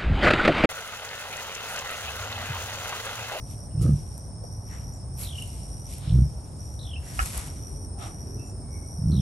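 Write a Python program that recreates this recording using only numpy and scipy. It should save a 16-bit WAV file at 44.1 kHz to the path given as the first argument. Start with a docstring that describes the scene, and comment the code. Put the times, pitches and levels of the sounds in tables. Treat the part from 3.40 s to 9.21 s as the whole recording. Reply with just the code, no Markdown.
"""Emu in dry grass

An emu grunts three times up close, each a slow, uneven train of pulses drumming in its throat sac.
Its feet and feathers swish and crackle through the stalks, with scrapes, soft thuds and a sharp knock.
Behind it a cricket trills over a steady insect chorus and a small bird whistles falling runs.
Far birds chirp, a faint drone swells and the open air rumbles."""
import sys
import numpy as np
from scipy import signal
from scipy.fft import rfft, irfft
from scipy.io import wavfile
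from scipy.ndimage import uniform_filter1d

SR = 44100
rng = np.random.default_rng(int(sys.argv[2]) if len(sys.argv) > 2 else 0)


def generate_wav(sig):
    """Save sig (samples, or channels by samples) to the path in sys.argv[1] as 16-bit PCM at SR."""
    pcm = np.round(np.clip(np.atleast_2d(sig).T, -1, 1) * 32767).astype(np.int16)
    wavfile.write(sys.argv[1], SR, pcm)


N = 256220
TIME = np.arange(N) / SR

# The bright tone of a breaking stalk. Each row: frequency in Hz, level in dB.
STALK_TONE = [(500, -45), (2500, -30), (5000, -21), (7000, -9), (8700, -1), (11400, 3), (12700, 1),
              (13600, -9), (15500, -8)]


def gain_of(db):
    """Decibels to gain."""
    return 10 ** (np.asarray(db) / 20)


def unit_rms(x):
    """Scales to an rms of one."""
    return x / np.sqrt(np.mean(x ** 2) + 1e-20)


def curve_at(points, hz):
    """Reads a curve on a log-frequency axis."""
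    point_hz, value = np.transpose(points)
    return np.interp(np.log(hz + 1), np.log(point_hz + 1), value)


def add(mix, start_s, sound):
    """Mixes a sound in at its start time."""
    part = mix[..., max(round(start_s * SR), 0):][..., :sound.shape[-1]]
    part += sound[..., :part.shape[-1]]


def wander(seconds):
    """A smooth random wobble of unit rms that changes over about this time."""
    width = max(int(seconds * SR), 1)
    return unit_rms(uniform_filter1d(uniform_filter1d(rng.standard_normal(N), width), width))


def swell(peak_s, db, rise_s, fall_s):
    """A bell-shaped envelope with its own rise and fall."""
    width_s = np.where(TIME < peak_s, rise_s, fall_s)
    return gain_of(db) * np.exp(-((TIME - peak_s) / width_s) ** 2 / 2)


def ring(x, spectrum):
    """Rings x through a minimum-phase body of unit energy with this spectrum."""
    hz = abs(np.fft.fftfreq(8192, 1 / SR))
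    log_gain = np.log(gain_of(curve_at(spectrum, hz)))
    response = np.fft.ifft(np.exp(np.conj(signal.hilbert(log_gain)))).real[:4096]
    return signal.oaconvolve(x, response / np.linalg.norm(response))[:len(x)]


def spread(pair, spectrum, lead_s=0.):
    """Colours two unrelated signals and blends them to stereo, the left side lead_s early."""
    # Stereo image. Each row: frequency in Hz, left-right likeness from 0 to 1.
    likeness = [(60, 0.93), (250, 0.95), (600, 0.54), (1200, 0.073), (3000, 0.55), (5400, 0.35), (8800, 1),
                (12000, 0.069)]
    hz = np.fft.rfftfreq(2 ** 18, 1 / SR)
    first, second = rfft(pair, 2 ** 18)
    alike = curve_at(likeness, hz)
    mid, side = first * np.sqrt(1 + alike), second * np.sqrt(1 - alike)
    stereo = np.array([(mid + side) * np.exp(2j * np.pi * hz * lead_s), mid - side])
    return unit_rms(irfft(stereo * gain_of(curve_at(spectrum, hz)))[:, :N])


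def hiss(spectrum, lead_s=0.):
    """Coloured stereo noise of unit rms."""
    return spread(rng.standard_normal((2, N)), spectrum, lead_s)


def crackles(per_s, spread_db):
    """Two trains of tiny clicks, a few much larger than the rest."""
    sizes = gain_of(spread_db * np.minimum(rng.exponential(1, (2, N)), 4))
    return sizes * rng.standard_normal((2, N)) * (rng.random((2, N)) < per_s / SR)


def with_echoes(x, wet_db, t60):
    """The direct sound plus scattered stereo echoes from trees and fences."""
    t = np.arange(SR) / SR
    taps = rng.standard_normal((2, SR)) * (rng.random((2, SR)) < .05)
    taps *= gain_of(-60 * t / t60) * (t > .006)
    taps /= np.linalg.norm(taps, axis=1, keepdims=True)
    return x + gain_of(wet_db) * signal.oaconvolve(x[None], taps, axes=1)[:, :N]


def air():
    """A low outdoor rumble under a soft, distant wash."""
    # The two layers of the bed. 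Each row: frequency in Hz, level in dB.
    rumble_tone = [(15, -34), (30, -26), (48, 1), (70, 1.5), (100, 2), (140, -4.5), (200, -14), (300, -20),
                   (450, -35.5), (900, -73)]
    wash_tone = [(100, -10.5), (300, -2), (650, 1.5), (900, -3), (1300, -12), (2000, -21), (3000, -31),
                 (4500, -24), (6800, -19), (9500, -59), (11300, -21), (12300, -30), (13500, -63)]
    rumble = hiss(rumble_tone) * gain_of(-36 + .24 * wander(.076))
    return rumble * gain_of([[-.35], [.35]]) + hiss(wash_tone) * gain_of(-52)


def drone():
    """A low, distant band of noise comes and goes."""
    # Its colour. Each row: frequency in Hz, level in dB.
    tone = [(120, -17), (210, -2), (270, 3.5), (320, -1), (385, 1), (460, -6), (900, -86)]
    # Its swell. Each row: time in seconds, level in dB.
    fader = [(0, -70), (2.2, -57.5), (3.5, -58), (4.3, -51.5), (4.78, -51), (4.95, -43.5), (5.15, -50),
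             (5.81, -59)]
    return hiss(tone) * gain_of(np.interp(TIME, *np.transpose(fader)))


def insect_chorus():
    """Countless distant crickets and katydids merge into two shrill, faintly throbbing bands."""
    # The two bands. Each row: frequency in Hz, level in dB.
    cricket_band = [(4300, -48), (4750, -18), (5100, 0), (5400, 9), (5700, 2.5), (6000, -20), (6600, -29)]
    katydid_band = [(7000, -40), (7900, -12), (8450, 1.5), (8850, 7), (9300, 3), (9600, -4), (9900, -59),
                    (10200, -43)]
    crickets = hiss(cricket_band) * gain_of(-57.5 + .47 * wander(.067) + 1.7 * wander(.044))
    katydids = hiss(katydid_band, lead_s=2.7e-5)
    katydids *= gain_of(-52.5 + 1.7 * wander(.36) + .29 * wander(.0024))
    return crickets + katydids


def whistles(notes):
    """Each bird note is a wavering sine; its hook bends the pitch upward, then levels off."""
    out, unsteady = np.zeros(N), wander(.00079)
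    for start, length, hz, hook, waver, db in notes:
        along = np.linspace(0, 1, int(length * SR))
        bend = hook * (np.sin(np.pi * along / 2) - 2 / np.pi)
        jitter = waver * np.roll(unsteady, -int(start * SR))[:len(along)]
        phase = 2 * np.pi * np.cumsum(hz * (1 + bend + jitter)) / SR
        add(out, start, gain_of(db) * np.sqrt(2) * np.sin(np.pi * along) * np.sin(phase))
    return out


def far_birds(chirp_every_s=.085, chirp_s=.021, hook=.193, waver=.023, flicker_db=3):
    """Evenly spaced chirps and level whistles fade in and out among the trees."""
    # Chirp series. Each row: start in seconds, series length in seconds, pitch in Hz, level in dB.
    series = [(0.302, .21, 2810, -63.5), (1.53, .04, 7300, -63), (3.075, .38, 7400, -62)]
    # Held whistles. Each row: start in seconds, length in seconds, pitch in Hz, level in dB.
    held = [(4.971, 0.082, 2660, -62), (5.04, 0.05, 7200, -62), (5.21, 0.31, 2214, -67)]
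    notes = [(start + offset, chirp_s, hz, hook, waver, db)
             for start, length, hz, db in series for offset in np.arange(0, length, chirp_every_s)]
    notes += [(start, length, hz, 0, waver, db) for start, length, hz, db in held]
    calls = whistles(notes) * gain_of(flicker_db * wander(.02))
    return with_echoes(calls, wet_db=1, t60=.4)


def small_bird(notes_per_run=9, accent_db=7.5, accent_at=.93, accent_width=.13):
    """Runs of whistled notes step down in pitch, slowing and growing louder near the end."""
    # Each row: start in seconds, length in seconds, first and last pitch in Hz,
    # bend of the fall (over 1 is steep at first), slowing as a share, level in dB.
    runs = [(1.837, .187, 4170, 2864, 1.6, .2, -43), (3.396, 0.17, 3930, 2700, 0.72, .08, -46),
            (5.722, 0.16, 4090, 2750, 0.88, 0.11, -47)]
    notes = []
    for start, length, first_hz, last_hz, bend, slowing, level_db in runs:
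        for along in np.linspace(0, 1, notes_per_run):
            # Short, raspy hooks turn into longer, clean pips.
            note_s = np.interp(along ** 2, [0, 1], [.015, .019])
            hook = np.interp(along ** 2, [0, 1], [.14, .11])
            waver = np.interp(along ** 2, [0, 1], [.047, .0084])
            middle_s = start + length * ((1 - slowing) * along + slowing * along ** 5)
            hz = last_hz + (first_hz - last_hz) * (1 - along) ** bend
            db = level_db + accent_db * np.exp(-((along - accent_at) / accent_width) ** 2)
            notes.append((middle_s - note_s / 2, note_s, hz, hook, waver, db))
    song = with_echoes(whistles(notes), wet_db=-12, t60=.9)
    mono = song.mean(0)
    bushes = with_echoes(mono, wet_db=-5.5, t60=.09) - mono  # blurs each note into the next
    return song + bushes


def cricket(strokes_per_s=84, top_hz=5870, fall_hz=350, duty=.74, octave_db=-11):
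    """Each wing stroke of the near cricket is a short falling tone with a weaker octave."""
    # Each row: start in seconds, end in seconds, level in dB.
    trills = [(-.02, .28, -54.5), (0.415, 0.888, -55), (1.026, 1.275, -54), (1.238, 1.583, -51),
              (1.736, 2.197, -55.5), (2.21, 2.61, -52.5), (2.69, 3.063, -58.5), (3.182, 3.521, -52.5),
              (3.635, 4.47, -51.5), (4.578, 5.114, -51), (5.298, 5.846, -52)]
    edge_s, sag_db = .014, .5
    level = np.zeros(N)
    for start, end, db in trills:
        gate = np.clip(np.minimum(TIME - start, end - TIME) / edge_s, 0, 1)
        trill_db = db - sag_db * np.interp(TIME, [start, end], [-.5, .5])
        level = np.maximum(level, gate * gain_of(trill_db))
    cycles = np.cumsum(strokes_per_s * (1 + .1 * wander(.0092))) / SR
    along = np.minimum(cycles % 1 / duty, 1)
    stroke = unit_rms(np.sin(np.pi * along) * gain_of(3.3 * wander(.0029)))
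    pitch_hz = top_hz - fall_hz * along + 22 * wander(.00245) + 20 * wander(.0507)
    phase = 2 * np.pi * np.cumsum(pitch_hz) / SR
    tone = np.sqrt(2) * (np.sin(phase) + gain_of(octave_db) * np.sin(2 * phase))
    return with_echoes(level * stroke * tone, wet_db=-5, t60=.08) * gain_of([[.6], [-.6]])


def grass(fall_over_rise=1.55, splinter_db=-4):
    """Dry stalks swish: a dull scrape, a fizz of tiny crackles, and splintering under most pressure."""
    # The emu shifts its weight. Each row: peak time in seconds, level in dB, rise and fall in seconds.
    shuffles = [(.55, -59, 0.1, 0.19), (2.02, -50.5, 0.092, 0.22), (3.2, -61, 0.74, .18)]
    # Feet and feathers brush past.
    # Each row: peak time in seconds, level in dB, rise in seconds, crispness from 0 to 1.
    swishes = [(.10, -52, 0.025, 1), (0.43, -42.5, 0.013, 1), (1.34, -51.5, 0.044, 0.1),
               (1.818, -38.5, 0.023, 0.91), (2.53, -46, 0.041, 1), (2.66, -55, 0.063, 0),
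               (3.72, -46.5, 0.061, 0.82), (3.828, -37, 0.056, 0.85), (3.972, -37.5, 0.033, 0.71),
               (4.06, -49, 0.042, 0.67), (4.636, -45.5, 0.028, .2)]
    # The colours of a swish. Each row: frequency in Hz, level in dB.
    dull_tone = [(200, -25), (500, -0.5), (800, 2), (1300, 4), (1650, -1), (2100, 0.5), (3200, -6),
                 (5000, -12), (8000, -4.5), (12000, -19), (14000, -54)]
    crisp_tone = [(300, -40), (1000, -42), (2200, -6.5), (4000, -7), (6500, -5.5), (8700, 0), (10200, -3.5),
                  (11400, 4.5), (12600, -18), (13500, -32), (15500, -37)]
    dull_power = np.zeros(N)
    crisp_power = sum(swell(*row) ** 2 for row in shuffles)
    for peak_s, db, rise_s, crispness in swishes:
        brush = swell(peak_s, db, rise_s, rise_s * fall_over_rise)
        spring_back = swell(peak_s + .067, db - 15.5, rise_s=.06, fall_s=.19)
        power = brush ** 2 + spring_back ** 2
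        dull_power += (1 - crispness) * power
        crisp_power += crispness * power
    lead_s = 2e-5
    scrape = np.sqrt(dull_power) * hiss(dull_tone, lead_s)
    fizz = np.sqrt(crisp_power) * spread(crackles(per_s=7000, spread_db=3), crisp_tone, lead_s)
    pressure = crisp_power / np.sqrt(crisp_power.max())
    splinters = pressure * spread(crackles(per_s=260, spread_db=4), STALK_TONE, lead_s)
    rustle = scrape + fizz + gain_of(splinter_db) * splinters
    return rustle * gain_of(1.37 * wander(.014)) * gain_of([[.5], [-.5]])


def scrapes(grit_db=-3, fall_over_rise=1.74):
    """Friction and crunching grit ring one broad resonance for each scrape on the ground."""
    # Each row: peak time in seconds, level in dB, rise in seconds, ring centre and width in Hz.
    strokes = [(1.042, -39.5, 0.0041, 616, 190), (1.33, -52.5, 0.019, 1900, 280),
               (1.813, -34.5, 0.024, 11960, 1800), (2.665, -52, 0.04, 3520, 1200),
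               (3.68, -57.5, 0.038, 1820, 550), (4.62, -47, 0.045, 752, 160),
               (4.63, -46.5, 0.026, 1230, 190), (4.63, -50, 0.02, 3400, 1100)]
    flat = [(100, 0), (8000, 0)]
    friction = hiss(flat) + gain_of(grit_db) * spread(crackles(per_s=250, spread_db=3), flat)
    out = np.zeros((2, N))
    for peak_s, db, rise_s, hz, width in strokes:
        band = signal.butter(2, [hz - width / 2, hz + width / 2], "band", fs=SR, output="sos")
        envelope = swell(peak_s, db, rise_s, rise_s * fall_over_rise)
        out += envelope * unit_rms(signal.sosfilt(band, friction))
    return out


def snaps(decay_s=.00091, strays_per_s=5, stray_db=-41.5):
    """Single stalks break with a bright tick: a few loudly, others faintly at random."""
    # Each row: time in seconds, level in dB.
    loud_snaps = [(.779, -25.5), (1.834, -17), (1.9036, -26), (1.9756, -24.5), (2.0231, -20.5),
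                  (2.075, -29), (2.5835, -30), (3.9572, -20), (3.9776, -14)]
    breaks = np.flatnonzero(rng.random(N) < strays_per_s / SR)
    size_db = stray_db + rng.standard_normal(N)
    strays = [(i / SR, size_db[i]) for i in breaks]
    noise = rng.standard_normal(N)
    out, t = np.zeros(N), np.arange(400) / SR
    for start, db in list(loud_snaps) + strays:
        burst = np.roll(noise, -int(start * SR))[:len(t)] * np.exp(-t / decay_s)
        add(out, start, gain_of(db) * burst / abs(burst).max())
    return with_echoes(ring(out, STALK_TONE), wet_db=-9, t60=.06)


def knock(attack_s=.00086, trim_db=-5, left_delay_s=.00034):
    """Something hard is struck off to the right, rattles and rings briefly."""
    # The hit and its rattle. Each row: time in seconds, level in dB.
    hits = [(3.7913, -14), (3.7985, -38), (3.824, -36)]
    # Its ring. Each row: frequency in Hz, level in dB, seconds to fall by 60 dB.
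    modes = [(770, -6, 0.045), (1090, -11, 0.065), (1326, 3, 0.043), (1354, -3, 0.055), (1456, -5, 0.09),
             (1700, -2, 0.05), (2190, -15.5, .07), (2500, -0.5, 0.015), (2740, -23, 0.028),
             (2880, -5.5, 0.023), (4280, -21, 0.023), (5080, -13.5, 0.037)]
    out, t = np.zeros(N), np.arange(SR // 5) / SR
    attack = np.minimum(t / attack_s, 1)
    for start, hit_db in hits:
        for hz, mode_db, t60 in modes:
            envelope = attack * gain_of(hit_db + mode_db + trim_db - 60 * t / t60)
            add(out, start, envelope * np.sin(2 * np.pi * (hz * t + rng.random())))
    left, right = with_echoes(out, wet_db=-4.5, t60=.11)
    return np.array([np.roll(left, round(left_delay_s * SR)), right]) * gain_of([[-3], [0]])


def footfalls():
    """The emu's weight lands as a few slow swings of pressure."""
    # Each row: start in seconds, length in seconds, pitch in Hz, level in dB.
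    thuds = [(3.577, 0.035, 72.5, -23.5), (3.76, 0.064, 63.5, -25.5), (3.799, 0.044, 62, -18),
             (3.967, 0.037, 62, -22), (4.103, 0.049, 78, -27)]
    out = np.zeros(N)
    for start, length, hz, db in thuds:
        t = np.arange(0, length, 1 / SR)
        add(out, start, gain_of(db) * np.sin(np.pi * t / length) * np.sin(2 * np.pi * hz * t))
    return out


def emu_grunts(slack_pulses_per_s=25, attack_s=.053, release_s=.055, puff_cycles=.31):
    """Uneven pulses drum in the throat sac; each lets a rasping puff of air through the windpipe."""
    # Each row: start in seconds, length in seconds, top rate in pulses per second, drum, rasp and
    # open-throat levels in dB, tightness as a factor on the sac's resonances, deep boom in dB.
    grunts = [(0.347, .24, 79, -19.5, -28, -39, 0.96, -1.5), (2.673, .2, 71, -17.5, -35, -60, 0.96, 3),
              (5.588, .275, 77, -21.5, -35.5, -54, 1.08, -1)]
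    # The three colours of the throat. Each row: frequency in Hz, level in dB.
    sac_tone = [(20, -50), (42, -1), (58, -4.5), (70, 3.5), (86, -4.5), (105, 3), (132, 1), (153, 5),
                (176, -3), (235, -21.5), (330, -34.5), (520, -67), (1100, -82)]
    rasp_tone = [(100, -20.5), (200, 12), (280, 5.5), (370, 2), (520, -15.5), (800, -31.5), (2000, -39.5)]
    open_tone = [(200, -11), (380, 5.5), (480, 9.5), (540, -6), (640, -8.5), (950, -32), (1120, -15),
                 (1270, -1), (1450, -20), (2500, -29), (6000, -57)]
    drum, rasp, open_throat = np.zeros((3, N))
    for start, length, top_rate, drum_db, rasp_db, open_db, tightness, boom_db in grunts:
        t = np.arange(0, length, 1 / SR)
        effort = np.sin(np.pi * (t / length) ** 1.02)
        rate = slack_pulses_per_s + (top_rate - slack_pulses_per_s) * effort
        fade_in_db = -13 * np.maximum(1 - t / attack_s, 0)
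        fade_out_db = -19 * np.maximum(1 - (length - t) / release_s, 0)
        # The slack folds flap early or late, harder or softer, from one pulse to the next.
        timing = np.exp(.24 * wander(.002)[:len(t)])
        force = gain_of(1.7 * wander(.002)[:len(t)])
        cycles = np.cumsum(rate * timing / timing.mean()) / SR
        pulses = np.diff(np.floor(cycles), prepend=-1) * np.sqrt(SR / rate)
        pulses[0] *= gain_of(4.5)  # accent on the opening pulse
        pulses *= force * gain_of(drum_db + fade_in_db + fade_out_db)
        sac = [(hz * tightness, db + boom_db * (hz < 95)) for hz, db in sac_tone]
        add(drum, start, ring(np.pad(pulses, (0, SR // 10)), sac))
        puffs = unit_rms(force * np.exp(-(cycles % 1) / puff_cycles) * rng.standard_normal(N)[:len(t)])
        slack = 1 - effort ** 2  # the breathy layers bloom at the height of the effort
        add(rasp, start, puffs * gain_of(rasp_db - 18.5 * slack))
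        add(open_throat, start, puffs * gain_of(open_db - 33 * slack))
    voice = drum + ring(rasp, rasp_tone) + ring(open_throat, open_tone)
    return with_echoes(voice, wet_db=-20, t60=.28) * gain_of([[-.5], [.6]])


def scene():
    """The emu and its steps in front of insects, birds and open air."""
    steps = grass() + scrapes() + snaps() + knock() + footfalls()
    emu = emu_grunts() + steps
    wildlife = cricket() + insect_chorus() + small_bird() + far_birds()
    return emu + wildlife + air() + drone()


def record(dry, cutoff_hz=15600):
    """The microphone's uneven treble, then a steep low-pass."""
    # Each row: frequency in Hz, gain in dB.
    mic_treble = [(9500, 0), (9850, -5.5), (10200, -20), (10600, -1), (11000, 2), (12500, -12.5),
                  (13200, -13), (13900, -38), (15000, -14)]
    hz = np.fft.rfftfreq(2 * N, 1 / SR)
    heard = irfft(rfft(dry, 2 * N) * gain_of(curve_at(mic_treble, hz)))[:, :N]
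    low_pass = signal.firwin(511, cutoff_hz, window=("kaiser", 9), fs=SR)
    return signal.oaconvolve(heard, low_pass[None], "same")


dry = scene()
out = record(dry)
generate_wav(out)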